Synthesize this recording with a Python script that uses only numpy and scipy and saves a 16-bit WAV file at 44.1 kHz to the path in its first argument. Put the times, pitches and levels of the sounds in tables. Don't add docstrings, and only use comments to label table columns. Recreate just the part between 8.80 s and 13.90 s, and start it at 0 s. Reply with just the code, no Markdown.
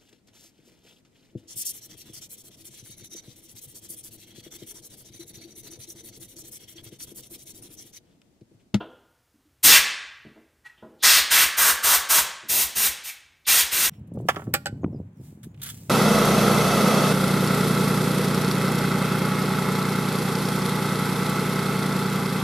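import sys
import numpy as np
from scipy import signal
from scipy.fft import rfft, irfft, next_fast_len
from scipy.io import wavfile
from scipy.ndimage import uniform_filter1d

SR = 44100
rng = np.random.default_rng(int(sys.argv[2]) if len(sys.argv) > 2 else 0)


def waveform_to_disk(signal):
    frames = np.transpose(np.atleast_2d(signal))
    scaled = np.clip(frames, -1, 1) * 32767
    samples = np.round(scaled).astype(np.int16)
    wavfile.write(sys.argv[1], SR, samples)


N = 224776
TIME = np.arange(N) / SR

# open_s, close_s, jet_db, swell_db, roar_re_jet_db, recesses_re_jet_db
TRIGGER_PULLS = [(0.827, 0.97, -10.5, -2, -2.5, -9), (2.221, 2.388, -15, -3.5, -1.5, -7),
                 (2.498, 2.636, -15.5, 0.5, -6, -7), (2.764, 2.907, -17, 1, -14, -7),
                 (3.023, 3.155, -16.5, 3.5, -11, -12.5), (3.284, 3.392, -16, 2, -12, -14.5),
                 (3.68, 3.83, -21, 2.5, -23.5, -27.5), (3.946, 4.07, -21, 4.5, -18, -18),
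                 (4.229, 4.293, -34, 2.5, -12, -27), (4.662, 4.812, -16, -1, -10, -15),
                 (4.906, 5.063, -20.5, 5.5, -10.5, -14)]
# frequency_hz, density_db
RUSH_SPECTRUM = [(20, -24.5), (45, -9.5), (80, -2), (180, 3), (320, 0), (500, 2.5), (900, -7.5),
                 (2000, -40)]
# centre_s, spread_s, level_db, squeak_re_scrape_db
GUN_SCRAPES = [(1.865, 0.0091, -47, 1), (1.901, 0.004, -61.5, 13.5), (1.922, 0.0061, -63.5, 2)]


def jet(flow, rush, sizzle, split_hz=9000):
    # frequency_hz, density_db
    jet_spectrum = [(250, -25.5), (500, -18.5), (800, -6), (1300, -7.5), (2000, -2), (3500, 1),
                    (4900, -0.5), (6200, 2.5), (7600, 0.5), (8900, 3), (10800, -2.5), (12300, 2.5),
                    (14500, 1), (16000, -4.5)]
    top = signal.sosfilt(signal.butter(4, split_hz, "high", fs=SR, output="sos"), noise(jet_spectrum))
    hiss = lowpass(noise(jet_spectrum), split_hz, order=4)
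    return flow * hiss + sizzle * top + rush * noise(RUSH_SPECTRUM)


def air_blasts(rush_db=-45, rush_rise_db=0.5, sizzle_db=-1.5, shading=0.21, settle_db=1.5):
    flow, rush, sizzle, on_hollow, on_recesses = np.zeros((5, N))
    miss_db = -23.5 * np.clip(1 - (TIME - TRIGGER_PULLS[0][0]) / 0.074, 0, 1)
    for opens, closes, jet_db, swell_db, roar_db, recess_db in TRIGGER_PULLS:
        progress = np.clip((TIME - opens) / (closes - opens), 0, 1) - .5
        aim_db = settle_db * progress + miss_db
        air = valve(opens, closes)
        pull = air * from_db(jet_db + swell_db * progress)
        flow += pull
        rush += air * valve_opening(jet_db) * from_db(rush_db + rush_rise_db * progress)
        sizzle += pull * from_db(sizzle_db - shading * (roar_db + aim_db))
        on_hollow += pull * from_db(roar_db + aim_db)
        on_recesses += pull * from_db(recess_db + aim_db)
    return flow, rush, sizzle, on_hollow, on_recesses


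def valve(opens, closes, opening_s=0.026, closing_s=0.015):
    squeeze = np.clip((TIME - opens) / opening_s, 0, 1)
    return np.sin(np.pi / 2 * squeeze) ** 2 * np.exp(-np.maximum(TIME - closes, 0) / closing_s)


def valve_opening(jet_db, full_pull_db=-21):
    return from_db(min(jet_db - full_pull_db, 0)) ** 2


def roar(on_hollow, on_recesses, relative_width=1.37, reach_octaves=1):
    # time_s, pitch_hz
    hollow_path = [(0.88, 3430), (0.98, 1876), (2.24, 3620), (2.52, 2700), (2.77, 1420), (3.05, 1050),
                   (3.39, 920), (3.76, 650), (4.27, 3010), (5.05, 2340)]
    # pitch_hz, width_hz, level_db
    recess_modes = [(600, 110, -7.5), (924, 28, -5), (1112, 110, -3.5), (1220, 160, -2.5), (1579, 88, 1),
                    (1760, 170, -7.5), (1950, 270, -6)]
    hollow_hz = np.interp(TIME, *np.transpose(hollow_path))
    band = rng.standard_normal(N)
    for _ in range(2):
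        band = moving_resonance(band, hollow_hz, relative_width)
    recesses = np.zeros(N)
    for hz, width, db in recess_modes:
        blown = ring(rng.standard_normal(N), [(hz, width, db)])
        recesses += blown / (1 + (np.log2(hz / hollow_hz) / reach_octaves) ** 2)
    return on_hollow * held_level(band) + on_recesses * held_level(recesses)


def first_gust(length_s=0.11, level_db=-36, top_hz=500):
    opens = TRIGGER_PULLS[0][0]
    puff = rms_one(lowpass(noise(RUSH_SPECTRUM), top_hz))
    return from_db(level_db) * puff * valve(opens, opens + length_s)


def valve_thumps(pitch_hz=62, rise_s=0.019, open_lag_s=0.011, close_lag_s=0.0078):
    out = np.zeros(N)
    for opens, closes, jet_db, *_ in TRIGGER_PULLS:
        start_jolt = from_db(-46) * thump(opens + open_lag_s, pitch_hz, rise_s)
        stop_jolt = from_db(-43.5) * thump(closes + close_lag_s, pitch_hz, rise_s)
        out += (start_jolt + stop_jolt) * valve_opening(jet_db)
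    return out


def leaks():
    # centre_s, spread_s, level_db, pitch_hz, width_hz
    whistles = [(2.222, 0.014, -47.5, 3530, 1520), (4.289, 0.014, -38.5, 2200, 786),
                (4.661, 0.0059, -42, 3400, 1510)]
    out = np.zeros(N)
    for centre_s, spread_s, db, hz, width in whistles:
        gap = [(hz, width, 0)]
        hiss = ring(ring(rng.standard_normal(N), gap), gap)
        out += from_db(db) * rms_one(hiss) * swell(centre_s, spread_s)
    return out


def handling(rattle_s=0.024, clack_hz=3000, clack_width_hz=1200, uneven_db=3):
    # start_s, level_db, cutoff_hz, clack_re_knock_db
    knocks = [(0.001, -36, 1280, -12), (1.448, -48.5, 320, -42), (1.558, -50, 593, -53),
              (1.975, -65.5, 1500, 6), (2.024, -40, 970, -38.5), (2.122, -55, 503, -59.5),
              (3.631, -49.5, 372, -37)]
    # pitch_hz, width_hz, level_db
    body_modes = [(111, 120, -8.5), (230, 95, -1), (334, 68, 1), (549, 340, -4), (730, 110, -3.5),
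                  (800, 130, -4), (1060, 410, -7.5), (1430, 250, -7)]
    # start_s, level_db, pitch_hz
    bumps = [(0.540, -53, 260.8), (0.652, -56.5, 292.5)]
    out = np.zeros(N)
    for start_s, db, cutoff_hz, clack_db in knocks:
        knock = rms_one(ring(lowpass(rng.standard_normal(N), cutoff_hz), body_modes))
        clack = rng.standard_normal(N)
        for _ in range(3):
            clack = signal.lfilter(*resonance(clack_hz, clack_width_hz), clack)
        age = np.maximum(TIME - start_s, 0) / rattle_s
        chatter = 2 * (1 - np.exp(-4 * age)) * np.exp(-age) * from_db(uneven_db * drift(100))
        out += from_db(db) * chatter * (knock + from_db(clack_db) * rms_one(clack))
    return out + sum(from_db(db) * thump(start_s, hz, rise_s=0.007) for start_s, db, hz in bumps)


def scrapes():
    # pitch_hz, width_hz, level_db
    gun_modes = [(860, 120, -4), (1160, 98, 0.5), (1510, 390, 1.5), (2700, 1100, -4.5), (3530, 220, -3.5),
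                 (4100, 250, -7.5), (5450, 2630, -13), (9040, 7400, -21)]
    envelope = sum(from_db(db) * swell(s, spread) for s, spread, db, _ in GUN_SCRAPES)
    return rms_one(ring(rng.standard_normal(N), gun_modes)) * envelope


def squeaks(pitch_hz=1912, waver=0.0019):
    hz = pitch_hz * (1 + waver * drift(120))
    tone = np.sin(2 * np.pi * np.cumsum(hz) / SR)
    envelope = sum(from_db(db + squeak_db) * swell(s, spread) for s, spread, db, squeak_db in GUN_SCRAPES)
    return rms_one(tone) * envelope


def garage(x, near_db=-3, near_decay_s=0.029, build_s=0.016):
    # frequency_hz, t60_s
    decay_times = [(60, 0.45), (250, 0.58), (600, 0.69), (1500, 0.93), (2700, 0.77), (4000, 0.7),
                   (6000, 0.55), (8000, 0.54), (11000, 0.28), (15000, .25)]
    # frequency_hz, level_re_direct_db
    tail_levels = [(60, -11), (300, -3.5), (1000, -5.5), (2000, -4.5), (4000, -7.5), (8000, -9.5),
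                   (15000, -18.5)]
    t = TIME[:SR + SR // 4]
    hz = np.arange(len(t) // 2 + 1) * SR / len(t)
    white = rfft(rng.standard_normal(len(t)))
    centres = np.geomspace(40, 16000, 22)
    response = np.zeros(len(t))
    for centre, share in zip(centres, np.eye(len(centres))):
        band = irfft(white * np.interp(hz, centres, share), len(t))
        decay = np.exp(-np.log(1000) * t / at_hz(decay_times, centre)) * (1 - np.exp(-t / build_s))
        response += band * decay / np.linalg.norm(decay) * from_db(at_hz(tail_levels, centre))
    near = rng.standard_normal(len(t)) * np.exp(-t / near_decay_s)
    response += from_db(near_db) * near / np.linalg.norm(near)
    response[0] += 1
    return signal.fftconvolve(x, response / np.linalg.norm(response))[:N]


def room_tone(level_db=-68):
    # frequency_hz, density_db
    floor_spectrum = [(15, -62.5), (25, -23.5), (41, -10), (69, 0), (169, -9.5), (198, -18), (240, -11.5),
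                      (741, -20), (1200, -20), (3630, -25), (6550, -26.5), (15500, -29.5)]
    return from_db(level_db) * noise(floor_spectrum)


def from_db(db):
    return 10 ** (np.asarray(db) / 20)


def rms_one(x):
    return x / np.sqrt(np.mean(x ** 2) + 1e-20)


def held_level(x):
    return x / np.sqrt(uniform_filter1d(x ** 2, size=4000))


def at_hz(points, hz):
    points = np.array(points)
    return np.interp(np.log(np.maximum(hz, 1)), np.log(points[:, 0]), points[:, 1])


def noise(spectrum):
    size = next_fast_len(N, True)
    hz = np.arange(size // 2 + 1) * SR / size
    white = rfft(rng.standard_normal(size))
    return rms_one(irfft(white * from_db(at_hz(spectrum, hz)), size)[:N])


def drift(rate):
    knots = rng.standard_normal(4096)
    return rms_one(np.interp(TIME * rate, np.arange(len(knots)), knots))


def lowpass(x, hz, order=2):
    return signal.sosfilt(signal.butter(order, hz, fs=SR, output="sos"), x + 1e-18)


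def resonance(hz, width_hz):
    r = np.exp(-np.pi * width_hz / SR)
    return (1 - r * r) / 2 * np.array([1, 0, -1]), [1, -2 * r * np.cos(2 * np.pi * hz / SR), r * r]


def moving_resonance(x, hz, relative_width, size=128):
    out, state = np.zeros(N), np.zeros(2)
    for i in range(0, N, size):
        b, a = resonance(hz[i], hz[i] * relative_width)
        out[i:i + size], state = signal.lfilter(b, a, x[i:i + size], zi=state)
    return out


def ring(force, modes):
    return sum((-1) ** k * from_db(db) * signal.lfilter(*resonance(hz, width), force + 1e-18)
               for k, (hz, width, db) in enumerate(modes))


def swell(centre_s, spread_s):
    return np.exp(-.5 * ((TIME - centre_s) / spread_s) ** 2)


def thump(start_s, hz, rise_s):
    age = np.maximum(TIME - start_s, 0) / rise_s
    return (age * np.exp(1 - age)) ** 2 * np.sin(2 * np.pi * hz * (TIME - start_s))


def gain_control(x, threshold_db=-17, squeeze=0.21, release_db_per_s=35, attack_s=0.052):
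    power = uniform_filter1d(x[0] ** 2, size=600)
    level_db = 10 * np.log10(np.maximum(power, 1e-12))
    cut_db = squeeze * np.maximum(level_db - threshold_db, 0)
    held_db = np.maximum.accumulate(cut_db + release_db_per_s * TIME) - release_db_per_s * TIME
    r = np.exp(-1 / (attack_s * SR))
    return x * from_db(-signal.lfilter([1 - r], [1, -r], held_db))


def scene(squeak_room_db=-9):
    flow, rush, sizzle, on_hollow, on_recesses = air_blasts()
    squeak = squeaks()
    nozzle_hiss, part_hiss = [jet(flow, rush, sizzle) / np.sqrt(2) for _ in range(2)]
    at_nozzle = garage(nozzle_hiss + first_gust() + leaks() + scrapes() + from_db(squeak_room_db) * squeak)
    at_part = garage(part_hiss + roar(on_hollow, on_recesses) + handling())
    sound = at_nozzle + at_part + squeak + valve_thumps() + room_tone()
    return np.array([sound, sound])


def record(dry, cutoff_hz=15500):
    return signal.sosfilt(signal.ellip(12, .1, 80, cutoff_hz, fs=SR, output="sos"), gain_control(dry))


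dry = scene()
out = record(dry)
waveform_to_disk(out)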